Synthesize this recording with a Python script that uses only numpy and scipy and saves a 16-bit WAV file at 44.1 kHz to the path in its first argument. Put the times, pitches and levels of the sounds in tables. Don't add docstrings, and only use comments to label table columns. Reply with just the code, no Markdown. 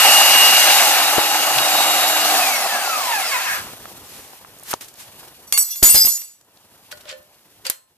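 import sys
import numpy as np
from scipy import signal
from scipy.fft import rfft, irfft, next_fast_len
from scipy.io import wavfile
from scipy.ndimage import uniform_filter1d

SR = 44100
rng = np.random.default_rng(int(sys.argv[2]) if len(sys.argv) > 2 else 0)


def bounce(signal):
    frames = np.transpose(np.atleast_2d(signal))
    limited = np.clip(frames, -1, 1)
    pcm = np.round(limited * 32767).astype(np.int16)
    wavfile.write(sys.argv[1], SR, pcm)


def makeup_ratio(level_db):
    decades = np.asarray(level_db, float) / 20
    return 10 ** decades


N = 351459
TIME = np.arange(N) / SR

# multiple [1], level/dB
MESH = [(1, 0), (2, -15), (3, -13)]
# multiple of the mesh [1], level/dB
CHATTER = [(2, -6), (3, -2), (4, -3), (5, -3), (6, -3), (7, -4), (8, -5), (9, -6), (10, -7), (12, -8)]
# t/s, half length/s, mesh gain/dB, chatter gain/dB
CATCHES = [
    (2.46, 0.097, 18.5, 0),
    (2.706, 0.027, 4.5, -1),
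    (2.931, 0.087, 14, 12),
    (3.132, 0.05, 15, 6),
    (3.185, 0.032, 11, -1),
    (3.239, 0.034, -5, 24),
    (3.333, 0.047, 13.5, 18),
    (3.502, 0.12, 13, 17),
]
# f/Hz, width/Hz, level/dB
HOUSING = [(764, 50, -0.5), (1010, 80, 6.5), (1210, 73, -1), (1344, 61, -4), (1675, 130, 3), (1910, 13, 2),
           (2184, 29, -4.5), (2503, 20, -0.5)]
# multiple of the slot rate [1], level/dB
BARS = [(2, -2), (3, -6), (4, -1), (5, -5), (6, 0), (7, -9), (8, -3), (10, -2), (12, -3), (14, -6)]
# multiple of a turn [1], level/dB
UNBALANCE = [(1, -4), (4, -3)]
# t/s, nearness level/dB, gear housing level/dB, motor vent level/dB
CAMERA = [(0, 1, -5.5, -8.5), (.45, 0, -2.5, -3.5), (.7, -0.5, -9.5, -1.5), (.85, -1.5, -14, -9.5),
          (1.2, -6.5, -20.5, -4), (1.5, -6.5, -20, -13), (1.82, -5, -22, 2), (2.15, -5.5, -39, -1.5),
          (2.3, -4.5, -34, -11), (2.4, -5, -20.5, -13.5), (2.58, -9.5, -16, -9), (2.75, -11, -13, -21.5),
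          (3, -12.5, -17.5, -21), (3.3, -13, -20.5, -11), (3.56, -14, -23, -30), (3.63, -25, -28, -45),
          (3.75, -37, -60, -60)]
# f/Hz, level/dB per Hz
DRONE = [(35, -70), (60, -43.5), (92, -63), (123, -26), (177, -35.5), (241, -13), (281, -25.5),
         (312, -16.5), (447, -19), (483, -13), (767, 0), (942, -7), (1300, -5.5), (1690, -18), (2860, -120)]
# f/Hz, level/dB per Hz
RASP = [(530, -50.5), (900, -14.5), (1050, -21), (1530, -4.5), (2080, -4.5), (2490, -4.5), (2760, -2.5),
        (2920, -5.5), (3000, -5), (4720, -8.5), (5000, -17.5), (6500, -41), (11000, -120)]
# f/Hz, level/dB per Hz
HISS = [(2060, -45.5), (3500, -1.5), (3800, 0), (4100, 2.5), (5120, 2.5), (5790, 3), (10800, -0.5),
        (13600, 3), (14200, -11)]
# f/Hz, width/Hz, level/dB
GUARD = [(2280, 50, -5.5), (2670, 72, 2), (3000, 50, -4), (4050, 45, -2.5), (4660, 55, -1.5),
         (4850, 60, -10), (5880, 60, -9)]
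# f/Hz, left-right likeness [1]
COHERENCE = [(60, 0.9), (250, 0.96), (600, 0.96), (1400, 0.93), (3000, 0.89), (6000, 0.091), (14000, 0.16)]
# f/Hz, left minus right level/dB
BALANCE = [(60, 0.5), (180, -1), (540, 0.5), (1610, 0.0), (4810, 2), (14400, -2)]
# t/s, ring level/dB, first favoured f/Hz, second favoured f/Hz, crack over ring level/dB
CLANKS = [(5.47, -42.5, 5905, 9028, -12.5), (5.5247, -17, 4484, 9028, 13), (5.5761, -10.5, 9028, 7924, 3.5),
          (5.632, -23.5, 7924, 12810, -14.5), (5.704, -25, 13110, 5905, -10.5),
          (5.758, -27.5, 13110, 6864, 0), (5.828, -5, 6864, 13110, 2), (5.889, -7.5, 11830, 7924, -6),
          (5.944, -10, 6864, 10220, -5), (5.957, -8, 5001, 6864, 3), (5.999, -10.5, 5001, 13110, -10.5),
          (6.049, -11, 13110, 11830, -5), (6.07, -13.5, 11830, 13110, -1.5), (6.1, -15.5, 5905, 7924, -32),
          (6.128, -21, 5905, 6864, -21), (6.175, -28, 5905, 13110, -3), (6.218, -32, 6864, 5905, 2.5)]
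# f/Hz, level/dB
PLATE = [(770, -32), (1147, -28), (2150, -24), (2760, -18), (3440, -18), (3564, -21), (4156, -12),
         (4484, -14), (4587, -15), (5001, -7), (5416, -18), (5739, -14), (5905, -6), (6525, -13),
         (6864, -4), (7924, -5), (8118, -11), (9028, -7), (9318, -12), (10220, -7), (10570, -9),
         (11480, -7), (11830, -5), (12020, -12), (12370, -12), (12810, -7), (13110, -5), (13980, -12),
         (14180, -5)]
# contact t/s, f/Hz, level/dB
SPOTS = [(5.5245, 770, 12), (5.5245, 1147, 16), (5.5245, 2150, 14.5), (5.5245, 2760, 5),
         (5.5245, 3440, -16.5), (5.5245, 5001, -9), (5.5245, 10220, 10), (5.5245, 13980, -16),
         (5.5245, 14180, -25), (5.5245, 13110, -6), (5.5245, 11830, -6), (5.5245, 4156, -4),
         (5.5771, 12810, 3), (5.5771, 11480, 0), (5.5771, 5001, -18), (5.5771, 4156, -20),
         (5.5771, 3440, -23.5), (5.5771, 6864, -2.5), (5.5771, 14180, -5.5), (5.5771, 2760, -12),
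         (5.5771, 4484, -10.5), (5.5771, 2150, -6.5), (5.5771, 3564, -13), (5.5771, 5905, 1.5),
         (5.63, 5905, 7.5), (5.63, 4156, 2.5), (5.63, 3440, 3), (5.63, 1147, 14.5), (5.63, 9028, -8),
         (5.705, 4156, 10.5), (5.705, 2760, 10.5), (5.705, 3440, 13), (5.705, 10570, 5),
         (5.828, 10570, 5.5), (5.828, 8118, 12.5), (5.828, 5001, 0), (5.5245, 4484, 8), (6.217, 3440, -8),
         (5.828, 5905, -3.5), (5.889, 9028, 11.5), (5.889, 13110, 5.5), (5.889, 2760, 7), (5.959, 14180, 6),
         (5.959, 4156, 7.5), (5.959, 5001, 3.5), (6.0, 5001, 7), (5.959, 2760, -6.5), (5.944, 2760, -7),
         (5.828, 2760, -8.5), (6.0, 11830, 1), (6.0, 4156, 0.5), (6.049, 5905, 1), (6.1, 3440, 3),
         (6.1, 11830, 7), (6.1, 13110, 3), (6.175, 4587, 6), (6.217, 4587, 10), (6.217, 7924, 8.5)]
# t/s, level/dB, brightness/dB per octave, favoured f/Hz, click level/dB
TAPS = [(6.925, -33, 0.5, 598, -12), (6.927, -38.5, 2.5, 1459, -20), (7.056, -43, -5, 598, -11),
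        (7.085, -40, -0.5, 598, -6), (7.113, -34, 2, 525, -11), (7.126, -40, -10.5, 1768, -8),
        (7.66, -38, -3, 525, -10), (7.666, -29.5, 4, 4624, 9.5), (7.7, -33.5, 9.5, 7924, 13.5),
        (7.701, -37, 5, 1044, -10), (7.702, -43, 0, 1593, -10)]
# f/Hz, level/dB, t60/s
TABLE = [(525, -13, 0.34), (598, -14, 0.46), (1044, -24, 0.62), (1459, 1, 0.047), (1593, -21, 0.3),
         (1768, -13.5, 0.42), (1940, -11, 0.25), (3100, -9, 0.22), (4200, -13.5, 0.32), (4624, -1, 0.059),
         (7348, -16, 0.17), (7924, -31, 0.38), (8990, -26, .2), (12600, -18, 0.074)]
# t/s, level/dB, f/Hz
GRIP_SHIFTS = [
    (.08, -49, 60),
    (.38, -50.5, 62),
    (1.58, -40, 134),
    (2.351, -40, 262),
    (3.35, -67, 110),
]
# t/s, level/dB, fall/s, centre f/Hz, width/octaves
SCUFFS = [(4.811, -30, 0.029, 4050, 7.7), (4.884, -37.5, .01, 6470, 1.2), (6.916, -31.5, 0.011, 2540, 1.4),
          (6.974, -42, 0.0096, 3950, 1.8), (7.01, -42, 0.0089, 3970, 1.3), (7.6529, -28, 0.035, 2450, 1.45),
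          (7.699, -30.5, 0.033, 10000, 1.3), (5.83, -13.5, 0.056, 4000, 11),
          (5.945, -15.5, 0.034, 2900, 13), (6.05, -33, 0.09, 4000, 2.3), (6.1, -26, 0.04, 11000, .5),
          (6.128, -26, 0.041, 10500, 0.54), (6.2, -40, 0.063, 9000, .8), (4.845, -40, .008, 6000, 2)]
# t/s, level/dB, rise/s, fall/s, centre f/Hz
SWISHES = [
    (3.599, -47, .01, 0.11, 6000),
    (4.14, -38.5, 0.092, 0.16, 6000),
    (4.717, -24, 0.031, 0.018, 6000),
    (5.005, -35, 0.02, 0.038, 4850),
    (5.7, -41.5, 0.054, 0.08, 5500),
    (7.099, -31.5, 0.015, 0.023, 2500),
]
# t/s, peak level/dB, centre f/Hz, left minus right level/dB
TICKS = [(1.585, -3.5, 2880, 6), (3.856, -25, 910, -1), (4.278, -39, 6500, 0), (4.333, -30, 900, 0),
         (4.414, -35, 1010, 0), (4.448, -28, 1030, -1), (4.504, -44, 1560, 5), (4.587, -34, 10300, -1.5),
         (4.597, -34, 9000, -1), (4.609, -40, 12400, 0), (4.627, -35, 807, 1), (4.634, -26, 13000, -2),
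         (4.7095, -20, 8700, 0), (4.713, -14, 12200, 0), (4.731, -14.5, 1500, 3), (4.738, -7, 670, 0),
         (4.7375, -14, 4900, 1), (4.94, -40, 6860, -11), (4.956, -40, 5000, -4), (5.231, -37, 920, -0.5),
         (6.412, -49, 1190, -1), (6.4118, -42, 5960, 0.5), (6.447, -47, 13200, 1), (6.573, -42.5, 3910, 1),
         (6.919, -28, 11000, -2), (6.925, -28, 2500, -2), (7.055, -37, 2500, 1), (7.092, -27, 4500, 4),
         (7.098, -32, 3000, -6), (7.114, -36, 5000, 0), (7.127, -32, 3500, -2), (7.228, -42, 13000, 0),
         (7.699, -1.5, 12000, 2)]
# t/s, peak level/dB, f/Hz, left minus right level/dB
KNOCKS = [
    (1.182, -3.5, 394, 12.5),
    (3.538, -28, 118, 0),
    (3.734, -24, 358, -1),
    (4.099, -37, 393, -1.0),
    (4.736, -27, 600, 4.5),
    (5.826, -4, 41.7, 4),
    (5.945, -19, 75.4, -20),
    (6.047, -22.5, 38.5, -10),
    (6.071, -22.5, 443, -9),
    (7.698, -21, 500, -5),
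]
# t/s, level/dB
BUSY = [(2.3, -66), (3.3, -75), (3.55, -41), (3.8, -44.5), (4.25, -49), (4.63, -54), (4.9, -54),
        (5.21, -47.5), (5.46, -54), (6.1, -52), (6.5, -60), (6.97, -54), (7.3, -59.5), (7.67, -57.5),
        (7.97, -69.5)]
# f/Hz, level/dB per Hz
RUB = [(15, -54.5), (25, -16), (103, 3), (145, -3), (257, -3.5), (350, -3), (666, -4), (893, -4),
       (2000, -13.5), (2600, -42), (4400, -120)]
# f/Hz, level/dB per Hz
CLOTH = [(290, -31.5), (500, -20.5), (662, -7), (888, -10), (1710, -8), (1860, -8), (2840, -2.5),
         (7460, -6.5), (14200, -2.5)]
# f/Hz, t60/s
GARAGE = [(200, 0.24), (1500, 0.26), (6000, 0.033), (14000, 0.058)]

FULL_TURNS_HZ, OFF_S, DRAG_PER_S, FRICTION_HZ = 315.9, 2.3164, .6045, 243.3
COASTING = TIME > OFF_S
PINION, SLOTS, BLADES = 9, 12, 36
GEAR_DB, CHATTER_DB, BARS_DB, SLOT_DB, FAN_DB = -18, -35, -32, -31.5, -27
DRONE_DB, RASP_DB, HISS_DB, CASING_DB, GUARD_DB = -20.5, -16, -14, -25, -19
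CASING_HZ, TURNED_HZ, TURN_S = 819, 733, (1.4, 2.4)
LAG_S = .00009
PLATE_T60_S, STOP_T60_S, HELD_T60_S = .55, .04, 1.
LIFTED_S = 6.985
SCUFF_RISE_S = 0.0024
DUCK_DB, DUCK_FROM_DB, RECOVER_DB_PER_S = 12, -35.5, 53.5


def evened(x):
    return x / np.sqrt(np.mean(x ** 2) + 1e-20)


def read(points, hz):
    f, value = np.transpose(points)
    return np.interp(np.log(hz + 1), np.log(f + 1), value)


def columns(rows, off_db=-120):
    s, *rest = np.transpose(rows)
    return [np.interp(TIME, s, c, off_db, off_db) for c in rest]


def add(mix, s, sound, pan_db=0):
    part = mix[:, round(s * SR):][:, :sound.shape[1]]
    sides = makeup_ratio(np.array([[.5], [-.5]]) * pan_db)
    part += (sound * sides)[:, :part.shape[1]]


def wander(hz, rows=1):
    steps = rng.standard_normal((rows, int(hz * N / SR) + 2))
    return 1.1 * np.array([np.interp(TIME * hz, np.arange(len(row)), row) for row in steps])


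def filtered(x, order, hz, kind="low"):
    return signal.lfilter(*signal.butter(order, hz, kind, fs=SR), x)


def resonance(x, hz, width):
    return signal.lfilter(*signal.iirpeak(hz, hz / width, SR), x)


def noise(shape, patchy_db, flicker_db):
    frames, hz = N // 256 + 5, np.fft.rfftfreq(1024, 1 / SR)
    a, b, c, d, patches = rng.standard_normal((frames, 513, 5)).T
    patches = uniform_filter1d(patches, size=10, axis=0)
    patches = evened(uniform_filter1d(patches, size=8, axis=1))
    flicker = evened(uniform_filter1d(rng.standard_normal(frames), size=2))
    same = np.clip(read(COHERENCE, hz), -1, 1)[:, None]
    left = a + 1j * b
    right = same * left + np.sqrt(1 - same ** 2) * (c + 1j * d)
    z = np.array([left, right])
    z *= makeup_ratio(read(shape, hz)[:, None] + patchy_db * patches + flicker_db * flicker)
    z[1] *= np.exp(-2j * np.pi * hz * LAG_S)[:, None]
    z *= makeup_ratio(np.array([.5, -.5])[:, None, None] * read(BALANCE, hz)[:, None])
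    return evened(signal.istft(z, nperseg=1024, noverlap=768)[1][:, :N])


def burst(seconds, hz, octaves):
    n = next_fast_len(round(seconds * SR))
    raw = rng.standard_normal((3, n))
    distance = np.log2((np.fft.rfftfreq(n, 1 / SR) + 1) / hz) / octaves
    return evened(irfft(rfft(raw[:2] + 0.59 * raw[2]) * np.exp(-.5 * distance ** 2), n))


def lines(hz, orders, waver_db, top_hz=14300):
    turns = np.cumsum(hz * (1 + .0009 * wander(40)[0])) / SR
    out = np.zeros((2, N))
    for k, db in orders:
        phase = rng.random() + np.array([[.12], [-.12]]) * min(k * .2, 1)
        level = makeup_ratio(db + waver_db * wander(30)) * (k * hz < top_hz)
        out += level * np.sqrt(2) * np.cos(2 * np.pi * (k * turns + phase))
    return out


def speed():
    decay = np.exp(-DRAG_PER_S * np.maximum(TIME - OFF_S, 0))
    return np.maximum((FULL_TURNS_HZ + FRICTION_HZ) * decay - FRICTION_HZ, 1)


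def gears(turn_hz, side_db):
    catch_db, loose_db = sum(np.outer(db, np.exp(-((TIME - s) / half) ** 2)) for s, half, *db in CATCHES)
    mesh_hz = PINION * turn_hz
    view_db = np.where(COASTING, side_db - 4, np.maximum(side_db + 6.5, -11))
    gear = makeup_ratio(GEAR_DB + view_db + catch_db) * lines(mesh_hz, MESH, waver_db=1.8)
    sharp = lines(mesh_hz, [(2, 0), (3, -1)], waver_db=3)
    gear += makeup_ratio(GEAR_DB - 11 + side_db + catch_db) * COASTING * sharp
    loose = lines(mesh_hz * (1 + .03 * wander(150)[0]), CHATTER, waver_db=3.5)
    gear += filtered(makeup_ratio(CHATTER_DB + .45 * side_db + loose_db) * loose, 2, (1300, 2900), "band")
    housing = (.3 + .35 * ~COASTING) * gear
    housing += sum(makeup_ratio(db) * resonance(gear, hz, width) for hz, width, db in HOUSING)
    return filtered(housing, 4, 680, "high")


def commutator(turn_hz, vent_db):
    level = makeup_ratio(BARS_DB + 2.5 * COASTING + np.minimum(.5 * vent_db, vent_db + 8))
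    return filtered(level * lines(SLOTS * turn_hz, BARS, waver_db=3.), 3, 4000, "high")


def magnetic_slots(turn_hz, vent_db):
    return makeup_ratio(SLOT_DB + vent_db - 25 * COASTING) * lines(turn_hz, [(SLOTS, 0), (20, -10)], waver_db=3.5)


def motor():
    turn_hz = speed()
    _, side_db, vent_db = columns(CAMERA)
    rate = turn_hz / turn_hz[0]
    shake = makeup_ratio(-46 - .3 * side_db) * rate ** 4 * lines(turn_hz, UNBALANCE, waver_db=3)
    fan = (makeup_ratio(FAN_DB + side_db) + makeup_ratio(FAN_DB - 9 + .5 * vent_db)) * rate
    fan_tone = fan * lines(BLADES * turn_hz, [(1, 0)], waver_db=2)
    brushes = commutator(turn_hz, vent_db)
    return gears(turn_hz, side_db) + brushes + magnetic_slots(turn_hz, vent_db) + shake + fan_tone


def low_side():
    near_db = columns(CAMERA)[0]
    return np.minimum(0.37 * near_db, near_db + 20) + 9 * np.log10(speed() / FULL_TURNS_HZ)


def air():
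    near_db = columns(CAMERA)[0]
    drone = makeup_ratio(DRONE_DB + low_side()) * noise(DRONE, patchy_db=0.9, flicker_db=2.0)
    drone = filtered(drone, 3, 110, "high")
    uneven_db = 1.7 * np.clip((TIME - 2.9) / 0.093, 0, 1) * wander(24.84)[0]
    rasp = makeup_ratio(RASP_DB + 1.033 * near_db + uneven_db) * noise(RASP, patchy_db=0.7, flicker_db=1.1)
    return drone + rasp + makeup_ratio(HISS_DB + near_db) * noise(HISS, patchy_db=1.45, flicker_db=0.85)


def guard():
    near_db, side_db, _ = columns(CAMERA)
    rasp = noise([(100, 0), (14000, 0)], patchy_db=2.5, flicker_db=1.5)
    ring = sum(makeup_ratio(db) * evened(resonance(rasp, hz, width)) for hz, width, db in GUARD)
    return makeup_ratio(GUARD_DB + .5 * (near_db + side_db)) * evened(ring)


def casing():
    hz = np.interp(TIME, TURN_S, (CASING_HZ, TURNED_HZ))
    slow = filtered(rng.standard_normal(N) + 1j * rng.standard_normal(N), 2, 48)
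    carrier = np.exp(2j * np.pi * np.cumsum(hz) / SR)
    return makeup_ratio(CASING_DB + 1.7 * low_side()) * evened((slow * carrier).real)


def plate():
    hz, mode_db = np.transpose(PLATE)[:, :, None]
    t, out = np.arange(SR // 3) / SR, np.zeros((2, N))
    spin = np.exp(2j * np.pi * hz * t)
    stops = [(row[0], STOP_T60_S) for row in CLANKS[1:]] + [(CLANKS[-1][0], HELD_T60_S)]
    for (s, db, first_hz, second_hz, crack_db), (end, stop_t60) in zip(CLANKS, stops):
        chance = rng.standard_normal((len(PLATE), 6))
        hard_db = .3 * (crack_db + 3) * (hz < 3700) + 1.5 * np.log2(hz / 7000)
        favour_db = 8 * (abs(hz - first_hz) < 60) + 6.5 * (abs(hz - second_hz) < 60)
        favour_db += sum(lift_db * (abs(hz - f) < 60) for at, f, lift_db in SPOTS if abs(at - s) < .0045)
        size = makeup_ratio(mode_db + 1.5 * chance[:, :1] + favour_db + hard_db)
        size /= np.sqrt(np.sum(size ** 2) / 2)
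        fall_db = -60 * t / PLATE_T60_S * (hz / 7000) ** 0.099
        fall_db -= 60 * np.maximum(t - (end - s), 0) / stop_t60 * np.minimum(hz / 5000, 1) ** 0.78
        loose = 1 + 3.5 * uniform_filter1d(rng.standard_normal((len(PLATE), len(t))), size=300)
        beat = 1 + .5 * np.cos(2 * np.pi * hz * .004 * chance[:, 1:2] * t + 3 * chance[:, 2:3])
        angle = 3 * chance[:, 4:5] + (.7 + .2 * chance[:, 5:]) * [1, -1]
        ports = makeup_ratio(2 * chance[:, 3:4] * [1, -1]) * np.exp(1j * angle)
        ring = (ports.T @ (size * makeup_ratio(fall_db) * beat * loose * spin)).imag
        scatter = np.exp(-t / .0008) + .6 * np.exp(-t / .003) + .2 * np.exp(-t / .012)
        crack = makeup_ratio(crack_db) * burst(1 / 3, 11000, octaves=2.42)[:, :len(t)] * scatter
        clank = ring * (1 - np.exp(-t / 0.0032)) + crack * (1 - np.exp(-t / 0.00016))
        add(out, s, makeup_ratio(db) * clank, pan_db=-1.0)
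    return out


def taps():
    hz, mode_db, t60 = np.transpose(TABLE)[:, :, None]
    t, out = np.arange(SR // 3) / SR, np.zeros((2, N))
    for s, db, tilt_db, favoured_hz, click_db in TAPS:
        phase = rng.random((2, len(TABLE), 1)) * hz / 400
        size_db = mode_db + tilt_db * np.log2(hz / 2000) + 13 * np.exp(-((hz - favoured_hz) / 30) ** 2)
        stilled_db = 900 * (s < LIFTED_S) * np.maximum(s + t - LIFTED_S, 0)
        modes = makeup_ratio(size_db - 60 * t / t60 - stilled_db) * np.sin(2 * np.pi * hz * t + phase)
        ring = np.sum(modes, axis=1)
        click = makeup_ratio(click_db) * burst(1 / 3, 4100, octaves=1.4)[:, :len(t)] * np.exp(-t / 0.0069)
        add(out, s, makeup_ratio(db) * (.5 * ring + click))
    return out


def grip_shifts():
    out = np.zeros((2, N))
    for s, db, hz in GRIP_SHIFTS:
        sound = burst(.2, hz, octaves=.22)
        add(out, s - .1, makeup_ratio(db) * sound * np.hanning(sound.shape[1]))
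    return out


def slides():
    out = np.zeros((2, N))
    scuffs = [(s, db, SCUFF_RISE_S, *rest) for s, db, *rest in SCUFFS]
    swishes = [(*row, (row[4] - 1400) / 1150) for row in SWISHES]
    for s, db, rise, fall, hz, octaves in scuffs + swishes:
        sound = burst(.7, hz, octaves)
        t = np.arange(sound.shape[1]) / SR - .25
        add(out, s + t[0], makeup_ratio(db) * sound * np.exp(-np.where(t < 0, -t / rise, t / fall)))
    return out


def ticks():
    t, out = np.arange(1500) / SR, np.zeros((2, N))
    for s, db, hz, pan_db in TICKS:
        add(out, s, makeup_ratio(db - 3) * burst(len(t) / SR, hz, octaves=.65) * np.exp(-t / .0025), pan_db)
    return out


def knocks():
    t, out = np.arange(1500) / SR, np.zeros((2, N))
    for s, db, hz, pan_db in KNOCKS:
        push = np.sin(2 * np.pi * hz * t) * np.exp(-t * (hz * 2.4 + 60))
        contact = 0.39 * burst(len(t) / SR, hz + 250, octaves=0.98) * np.exp(-t / 0.0069)
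        add(out, s, makeup_ratio(db - 1.5) * (push + contact) * (1 - np.exp(-t / 0.000093)), pan_db)
    return out


def rustle(loud):
    fall_db = TIME * RECOVER_DB_PER_S
    power_db = 10 * np.log10(abs(uniform_filter1d((loud ** 2).mean(0), size=400)) + 1e-12)
    held_db = np.maximum.accumulate(power_db + fall_db) - fall_db
    over_db = np.clip(held_db - DUCK_FROM_DB, 0, DUCK_DB)
    rub = noise(RUB, patchy_db=1.5, flicker_db=2.5)
    cloth = noise(CLOTH, patchy_db=.8, flicker_db=1.5)
    return makeup_ratio(columns(BUSY)[0] - over_db) * (rub + makeup_ratio(6.5) * cloth)


def garage(x):
    tail = np.zeros((2, SR // 2))
    at = np.arange(200, SR // 2 - 20, 20) + rng.integers(0, 20, (2, (SR // 2 - 201) // 20))
    np.put_along_axis(tail, at, rng.choice([-1., 1.], at.shape), axis=1)
    hz, t, z = signal.stft(tail, SR, nperseg=256)
    tail = signal.istft(z * makeup_ratio(-60 * t / read(GARAGE, hz)[:, None]), SR, nperseg=256)[1]
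    return signal.fftconvolve(x, tail / np.linalg.norm(tail[0]), axes=1)[:, :N]


def scene():
    whine, metal = motor(), plate() + taps()
    saw = whine + air() + guard() + casing()
    hands = grip_shifts() + slides() + ticks() + knocks()
    return saw + metal + hands + rustle(metal) + garage(makeup_ratio(-13) * metal + makeup_ratio(-7) * whine)


def low_pass(x):
    return signal.sosfilt(signal.butter(12, 15010, fs=SR, output="sos"), x)


def record(dry):
    thin = filtered(dry, 1, 60, "high")
    edge = signal.firwin(511, 14280, window=("kaiser", 9), fs=SR)
    limited = signal.oaconvolve(np.clip(thin, -1.1, 1.1), edge[None], "same")
    return low_pass(np.clip(limited, -1, 1))


dry = scene()
out = record(dry)
bounce(out)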